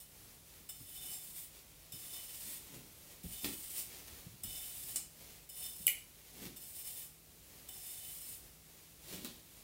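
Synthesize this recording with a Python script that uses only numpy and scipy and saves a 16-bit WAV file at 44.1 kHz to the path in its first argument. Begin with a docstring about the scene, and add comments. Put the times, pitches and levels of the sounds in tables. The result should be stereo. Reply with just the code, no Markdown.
"""Hair brushing in a small bathroom

A round vented brush is pulled through long dry hair over a faint fan, hiss and rumble. After the faint end of
a stroke under way, each new one lands with a crunch, presses on the scalp, glides and tugs at the ends:
filtered random clicks for slipping hairs, resonators for the hollow barrel. Sleeves rustle, the brush bumps,
knocks and twice snaps free (noise bursts, decaying sines), then is laid on the counter. Room reverb; one
signal in both channels.
"""
import sys
import numpy as np
from scipy import signal
from scipy.fft import rfft, irfft
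from scipy.io import wavfile
from scipy.ndimage import uniform_filter1d

SR = 44100
rng = np.random.default_rng(int(sys.argv[2]) if len(sys.argv) > 2 else 0)


def dump(signal):
    """Clip the signal to [-1, 1] and save it as 16-bit WAV at the path in sys.argv[1]."""
    limited = np.clip(np.atleast_2d(signal).T, -1, 1)
    pcm = np.round(limited * 32767).astype(np.int16)
    wavfile.write(sys.argv[1], SR, pcm)


N = 424683
TIME = np.arange(N) / SR
SHORT_TIME = TIME[:SR // 2]  # clock of every short sound and impulse response, in s


def undb(db):
    """Decibels to amplitude gain."""
    return 10 ** (np.asarray(db) / 20)


def unit(x):
    """Scale to rms 1."""
    return x / np.sqrt(np.mean(x ** 2))


def convolve(x, response):
    """Play x through an impulse response."""
    return signal.fftconvolve(x, response)[:len(x)]


def colour(x, points, size=4096):
    """Minimum-phase filter through (f/Hz, level/dB) points that keeps the energy of white noise."""
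    hz, db = np.transpose(points)
    bins_hz = np.arange(size // 2 + 1) * SR / size
    log_gain = np.log(undb(np.interp(np.log(bins_hz + 1), np.log(hz), db)))
    # folding the cepstrum onto positive time makes the filter causal
    cepstrum = irfft(log_gain)
    cepstrum[1:size // 2] *= 2
    cepstrum[size // 2 + 1:] = 0
    response = irfft(np.exp(rfft(cepstrum)))
    return convolve(x, response / np.linalg.norm(response))


def fade(t60_s):
    """Exponential decay from time zero, 60 dB down after t60_s."""
    return np.exp(-np.minimum(np.log(1000) * SHORT_TIME / t60_s, 50))


def walk(rate):
    """Slow random drift of rms 1: levels held 1 / rate s, with straight ramps between them."""
    hold = int(SR / rate)
    levels = np.repeat(rng.standard_normal(N // hold + 1), hold)[:N]
    return unit(uniform_filter1d(levels, hold))


def slips(rate, spread_db):
    """Random tiny clicks of fibres letting go, rate per second, a few much larger than the rest."""
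    happens = rng.random(N) < rate / SR
    size = undb(spread_db * np.minimum(rng.exponential(size=N), 5))
    return unit(happens * size * rng.choice([-1, 1], N))


def burst(t60_s):
    """A short crunch of contact: decaying white noise."""
    return rng.standard_normal(SR // 2) * fade(t60_s)


def add(track, s, sound, db):
    """Place a short sound; its level is the rms its energy would have over 30 ms."""
    start = max(int(s * SR), 0)
    sound = sound * undb(db) * np.sqrt(.03 * SR / np.sum(sound ** 2))
    track[start:start + len(sound)] += sound[:N - start]


def swell(peak_s, rise_s, fall_s, shape=1.4):
    """A gain that rises to its peak and falls again; shape 1 is pointed, 2 bell-shaped."""
    side_s = np.where(TIME < peak_s, rise_s, fall_s)
    away = np.abs(TIME - peak_s) / np.maximum(side_s, 1e-3)
    return np.exp(-np.minimum(away ** shape, 50))


def movements(rows):
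    """Gain of separate swelling movements, summed in power."""
    return np.sqrt(sum((undb(db) * swell(s, rise_s, fall_s)) ** 2 for s, rise_s, fall_s, db in rows))


def dying(start_s, constant_s):
    """Gain 1 until start_s, then an exponential fall."""
    return np.exp(-np.clip((TIME - start_s) / constant_s, 0, 20))


# fan hum: (f/Hz, mean level/dB)
FAN_HUM = [(56, -73.5), (158, -73.5)]
# spectrum of hiss and rumble: (f/Hz, relative level/dB per Hz)
FLOOR_SPECTRUM = [(22, -26), (40, 0), (95, 0.5), (160, -6), (330, -8), (600, -12.5), (1000, -16.5),
                  (1550, -18), (2200, -15.5), (7000, -15), (9500, -13.5), (15500, -13)]


def background(floor_db=-58.2):
    """Shaped noise whose level wavers a little, with fan hum as sines of drifting level and phase."""
    out = unit(colour(rng.standard_normal(N), FLOOR_SPECTRUM)) * undb(floor_db + 1.2 * walk(8.1))
    for hz, db in FAN_HUM:
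        tone = np.sqrt(2) * np.sin(2 * np.pi * hz * TIME + 0.87 * walk(9))
        out += undb(db + 2 * walk(5.6)) * tone
    return out


# brush strokes, the first row only the faint end of one already under way; levels before the trims in brushing:
# (sound starts t/s, presses hardest t/s, half width of press t/s, leaves the hair t/s,
# starting crunch level/dB, scalp press level/dB, glide level/dB, tug at the ends level/dB,
# rasp level/dB re swish, barrel ring level/dB re swish)
BRUSH_STROKES = [ (0, 0, .05, .02, -56, -62, -54.5, -58, -12, -18),
                 (.689, 1.11, .14, 1.44, -45, -47.5, -53.8, -45, -12, -11),
                 (1.92, 2.15, .08, 2.565, -48, -50, -49.3, -47.5, -8.5, -10.5),
                 (3.233, 3.4, .09, 3.825, -64, -46, -48.7, -39.5, -9.5, -12.5),
                 (4.433, 4.56, .08, 4.96, -41.5, -47.5, -47, -52, -11, -9.5),
                 (5.49, 5.63, .085, 5.87, -50, -45.5, -51, -56, -14, -10),
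                 (6.562, 6.9, .1, 7.04, -51, -49.5, -49.3, -49.5, -12.5, -15),
                 (7.685, 7.91, .1, 8.35, -47.5, -50, -49.7, -50.5, -11.5, -10), ]


def stroke_gains(first_grip=.55, ring_glide_db=-3):
    """Gains of swish, rasp and barrel ring: a glide with a press on the scalp and a tug at the ends."""
    grip_s, leave_time_s = .16, .035  # time constants: bristles sink in, last hairs fall away
    tug_lead_s, tug_s = .045, .045  # the tug peaks this long before the brush leaves; half width
    ring_fade_s = .42  # time constant: past the scalp the hair wraps the barrel and mutes it
    gains = np.zeros((3, N))
    for start_s, press_s, width_s, leave_s, _, press_db, glide_db, tug_db, rasp_db, ring_db in BRUSH_STROKES:
        in_hair = (TIME >= start_s) * dying(leave_s, leave_time_s)
        # drag grows from first_grip at the start to its full share
        glide = undb(glide_db) * (1 - (1 - first_grip) * dying(start_s, grip_s))
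        press = undb(press_db) * swell(press_s, width_s, width_s)
        tug = undb(tug_db) * swell(leave_s - tug_lead_s, tug_s, tug_s)
        drag = np.linalg.norm([glide, press, tug], axis=0)
        # bristles pressed against the scalp ring the barrel most
        ring = np.hypot(press, undb(ring_glide_db) * np.hypot(glide, tug)) * dying(press_s, ring_fade_s)
        gains += in_hair * np.array([drag, undb(rasp_db) * drag, undb(ring_db) * ring])
    return gains


# spectrum of hair swishing over bristles: (f/Hz, relative level/dB per Hz)
HAIR_SPECTRUM = [(2000, -37.5), (6300, -19), (7600, -2.5), (8900, 0), (9900, 0.5), (10300, -5), (11200, -2),
                 (11800, -5), (14400, 1.5), (16000, -3.5)]
# spectrum of taut hairs rasping: (f/Hz, relative level/dB per Hz)
RASP_SPECTRUM = [(200, -4.5), (600, -5), (950, -8), (1550, -9.5), (2100, -1.5), (4300, 0), (7000, 0),
                 (12000, -10.5)]
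# resonances of the barrel rubbed by bristles: (f/Hz, bandwidth f/Hz, relative level/dB)
BARREL_MODES = [(746, 42, -10), (3007, 24.5, 2), (3586, 46, 1.3), (5250, 94, 1), (7130, 37, -5),
                (7600, 40, 1), (9950, 110, -5)]


def brushing(swish_db=1.32, rasp_db=1.35, ring_db=5.0, patchy_db=1.83):
    """Hairs slip over the bristles: a bright swish, a lower rasp when taut, and the singing barrel."""
    drag, pull, ring = stroke_gains()
    catching = undb(patchy_db * walk(70))
    friction = slips(rate=14000, spread_db=1.5) * catching
    taut_friction = slips(rate=6000, spread_db=2.5) * catching
    swish = colour(friction, HAIR_SPECTRUM) * drag * undb(swish_db)
    rasp = colour(taut_friction, RASP_SPECTRUM) * pull * undb(rasp_db)
    barrel = np.zeros(N)
    for hz, width, db in BARREL_MODES:
        # each resonance is fed by different bristles, so they swell one by one
        feed = friction * undb(2.6 * walk(18))
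        resonator = signal.iirpeak(hz, hz / width, fs=SR)
        barrel += undb(db) * signal.lfilter(*resonator, feed)
    return swish + rasp + unit(barrel) * ring * undb(ring_db)


def ring_barrel(x):
    """The hollow barrel answers a short contact with its decaying resonances."""
    response = np.zeros(len(SHORT_TIME))
    for hz, width, db in BARREL_MODES:
        decay = np.exp(-np.pi * width * SHORT_TIME)
        response += undb(db) * width * decay * np.sin(2 * np.pi * hz * SHORT_TIME)
    return convolve(x, response / np.linalg.norm(response))


def bristle_crunches(barrel_db=-7, spiky_db=4, touch_s=.01):
    """Bristles crunch on the hair: spiky noise, coloured and rung through the barrel."""
    out = np.zeros(N)
    # the first row is a faint crunch within the stroke under way, the others are landings
    for s, _, _, _, db, *_ in BRUSH_STROKES:
        # the rows of bristles come in one after another
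        onset = np.minimum(SHORT_TIME / touch_s, 1) * undb(spiky_db * walk(1100)[:len(SHORT_TIME)])
        crunch = burst(t60_s=0.04) * onset
        add(out, s, colour(crunch, HAIR_SPECTRUM) + undb(barrel_db) * ring_barrel(crunch), db)
    return out


# sleeves and hands moving, levels before the cloth trim: (strongest t/s, rise t/s, fall t/s, level/dB)
RUSTLE_MOVES = [(.52, .08, .14, -65.5), (1.55, .08, .16, -63), (1.87, .14, .1, -62.5), (2.7, .1, .15, -58),
                (3.12, .12, .09, -60.5), (3.93, .06, .38, -56), (5.26, .1, .17, -59.5),
                (6.44, .22, .07, -57), (7.59, .13, .11, -62), (8.8, .2, .25, -66), (9.13, .08, .15, -53),
                (9.58, .12, .04, -65)]
# spectrum of cloth and hair under the hands: (f/Hz, relative level/dB per Hz)
CLOTH_SPECTRUM = [(200, -1), (420, 5.5), (800, -2), (1500, -6), (2200, 0.5), (7000, -1), (9500, 0.5),
                  (11500, -1.5), (15000, 1.5)]


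def rustling(cloth_db=5, patchy_db=1.55):
    """Cloth and hair rustle under the hands: dense clicks of fibres, uneven in level."""
    cloth = colour(slips(rate=5000, spread_db=2.8), CLOTH_SPECTRUM)
    return cloth * undb(cloth_db + patchy_db * walk(45)) * movements(RUSTLE_MOVES)


# spectrum of the rumbling handle: (f/Hz, relative level/dB per Hz)
HANDLE_SPECTRUM = [(40, -18), (120, -4), (250, 0.5), (380, -6.5), (600, -17.5), (1200, -32.5), (3000, -39),
                   (8000, -47)]
# soft bumps against head and shoulder: (t/s, level/dB, starting pitch f/Hz)
SOFT_BUMPS = [(.803, -56, 136), (1.936, -54, 140), (3.24, -47.5, 232), (3.25, -49, 87), (4.122, -55.5, 110),
              (4.265, -49, 156), (4.445, -52.5, 128), (4.473, -55, 52), (5.8, -57, 208)]


def bumps(sag_s=.04, thud_noise=0.28):
    """Soft thuds: a sine whose pitch sags as the contact softens, with the handle rumbling along."""
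    out = np.zeros(N)
    for s, db, hz in SOFT_BUMPS:
        phase = 2 * np.pi * hz * sag_s * np.log1p(SHORT_TIME / sag_s)
        rumble = colour(rng.standard_normal(len(SHORT_TIME)), HANDLE_SPECTRUM)
        add(out, s, (np.sin(phase) + thud_noise * rumble) * SHORT_TIME * fade(t60_s=0.039), db)
    return out


# brush shifted in the grip or slid on the counter, levels before the scuff trim:
# (strongest t/s, rise t/s, fall t/s, level/dB)
SCUFF_MOVES = [(2.48, .03, .03, -57), (2.76, .05, .06, -54), (3.455, .012, .045, -41.5),
               (6.46, .07, .045, -47), (9.14, .04, .14, -50.5)]


def scuffing(scuff_db=-1):
    """The handle rumbles when shifted or slid: sparser clicks through its dull spectrum."""
    scuff = colour(slips(rate=1500, spread_db=2.5), HANDLE_SPECTRUM)
    return scuff * undb(scuff_db) * movements(SCUFF_MOVES)


# light taps and hard knocks of the brush, the last ones on the counter: (t/s, level/dB of the first contact)
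BRUSH_KNOCKS = [(2.745, -56), (3.4447, -37.5), (4.081, -59.5), (6.454, -51), (8.268, -60), (9.127, -52),
                (9.247, -44.5)]
# spectrum of a hard plastic knock: (f/Hz, relative level/dB per Hz)
KNOCK_SPECTRUM = [(50, -6), (260, 13), (550, -2), (1400, -4), (4000, 1.5), (6500, -4.5), (14500, -0.5)]


def knocks(count=3, bounce_s=.0074, bounce_db=-4.5):
    """Hard plastic knocks: noise bursts that rebound, weaker every time."""
    out = np.zeros(N)
    for s, db in BRUSH_KNOCKS:
        for k in range(count):
            contact = burst(t60_s=0.018) + 0.5 * burst(t60_s=0.086)
            add(out, s + k * bounce_s, colour(contact, KNOCK_SPECTRUM), db + k * bounce_db)
    return out


# brush springing out of the hair ends: (t/s, bristle flick level/dB, barrel ping level/dB,
# low clack level/dB, rip of the last hairs level/dB)
SNAP_EVENTS = [(4.9589, -36.5, -70, -78, -53), (4.9658, -41.5, -68, -80, -60),
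               (5.868, -55, -27.4, -60, -50), (5.879, -55, -37.5, -35.5, -48)]
# barrel modes after a blow, before the extra early damping: (f/Hz, t60 t/s, relative level/dB)
PING_MODES = [(2960, .115, -9.3), (7480, .04, -14), (7903, 0.065, -12), (9550, 0.027, -6),
              (9800, 0.022, -4), (10930, .018, 0.5), (13100, .016, -4), (13520, .016, -6), (14200, .018, 3)]
# spectrum of bristles flicking back: (f/Hz, relative level/dB per Hz)
FLICK_SPECTRUM = [(200, -16), (1400, -26), (4500, -15), (6200, -8.5), (8500, 4), (11000, -10.5),
                  (14500, -7), (16000, -19)]
# spectrum of the low clack: (f/Hz, relative level/dB per Hz)
CLACK_SPECTRUM = [(1000, -31), (1550, -27), (2150, -2), (2850, -1.5), (3500, -16), (8000, -17)]


def snaps(lowest_hz=2100, release_s=0.00047, barrel_db=-12, chatter_db=-8):
    """Bent bristles spring back as the hair lets go and set the barrel ringing in decaying sines."""
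    out, ping = np.zeros(N), np.zeros(len(SHORT_TIME))
    for k, (hz, t60, db) in enumerate(PING_MODES):
        # neighbouring modes swing in opposite directions at the struck spot
        ping += (-1) ** k * undb(db) * fade(t60) * np.sin(2 * np.pi * hz * SHORT_TIME)
    # the first swing is the widest: the bristles damp it within milliseconds
    ping = ping * np.minimum(SHORT_TIME / release_s, 1) * (1 + 3 * fade(t60_s=0.0046))
    # so small a body radiates no bass
    ping = signal.sosfilt(signal.butter(4, lowest_hz, "high", fs=SR, output="sos"), ping)
    for s, flick_db, ping_db, clack_db, rip_db in SNAP_EVENTS:
        flick = burst(t60_s=0.046)
        add(out, s, colour(flick, FLICK_SPECTRUM) + undb(barrel_db) * ring_barrel(flick), flick_db)
        add(out, s, ping, ping_db)
        # the ringing barrel makes its bristles chatter
        add(out, s, colour(burst(t60_s=0.077), HAIR_SPECTRUM), ping_db + chatter_db)
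        add(out, s, colour(burst(t60_s=.018), CLACK_SPECTRUM), clack_db)
        # the last taut hairs rip over the bristles
        add(out, s, colour(burst(t60_s=.05), RASP_SPECTRUM), rip_db)
    return out


# brush rocking to rest on its bristles, one row: (strongest t/s, rise t/s, fall t/s, level/dB)
SETTLING_MOVE = (9.25, .16, .13, -59)
# spectrum of bristles rattling on the counter: (f/Hz, relative level/dB per Hz)
RATTLE_SPECTRUM = [(2000, -20), (3300, 0), (4100, -2), (5500, -14), (10000, -22)]


def settling():
    """Bristles rattle on the counter as the brush comes to rest: sparse clicks in one swell."""
    rattle = colour(slips(rate=500, spread_db=2.5), RATTLE_SPECTRUM)
    return rattle * movements([SETTLING_MOVE])


# first reflections from mirror and counter: (delay t/s, gain relative to direct sound)
REFLECTIONS = [(.0062, 0.099), (.0088, 0.3)]


def room_response(low_t60_s=0.35, treble_t60_s=0.24, split_hz=8000, room_db=-3.5):
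    """Near reflections, then a short dense noise tail whose treble dies first."""
    tail = np.zeros(len(SHORT_TIME))
    for kind, t60_s in [("low", low_t60_s), ("high", treble_t60_s)]:
        band = signal.butter(2, min(split_hz, SR / 3), kind, fs=SR, output="sos")
        tail += signal.sosfilt(band, burst(t60_s))
    # silent for 4.1 ms, then ramps in over the same time
    tail *= np.clip(SHORT_TIME / 0.0041 - 1, 0, 1)
    response = undb(room_db) * tail / np.linalg.norm(tail)
    response[0] = 1
    for s, gain in REFLECTIONS:
        response[int(s * SR)] += gain
    return response / np.linalg.norm(response)


def bathroom(x, count=5):
    """The brush keeps moving, so its sound drifts among the responses of several places in the room."""
    shares = np.array([walk(6) for _ in range(count)])
    shares /= np.linalg.norm(shares, axis=0)
    responses = [room_response() for _ in shares]
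    out = responses[0][0] * x  # steady direct sound
    for share, response in zip(shares, responses):
        out += convolve(x * share, np.r_[0, response[1:]])
    return out


def scene():
    """Every source played into the room, over the background, the same in both channels."""
    strokes = brushing() + bristle_crunches()
    handling = rustling() + scuffing() + settling()
    impacts = bumps() + knocks() + snaps()
    mono = background() + bathroom(strokes + handling + impacts)
    return np.array([mono, mono])


def record(dry, top_hz=15750):
    """The recorder cuts the top with a steep elliptic low-pass."""
    return signal.sosfilt(signal.ellip(10, .2, 70, top_hz, fs=SR, output="sos"), dry)


dry = scene()
out = record(dry)
dump(out)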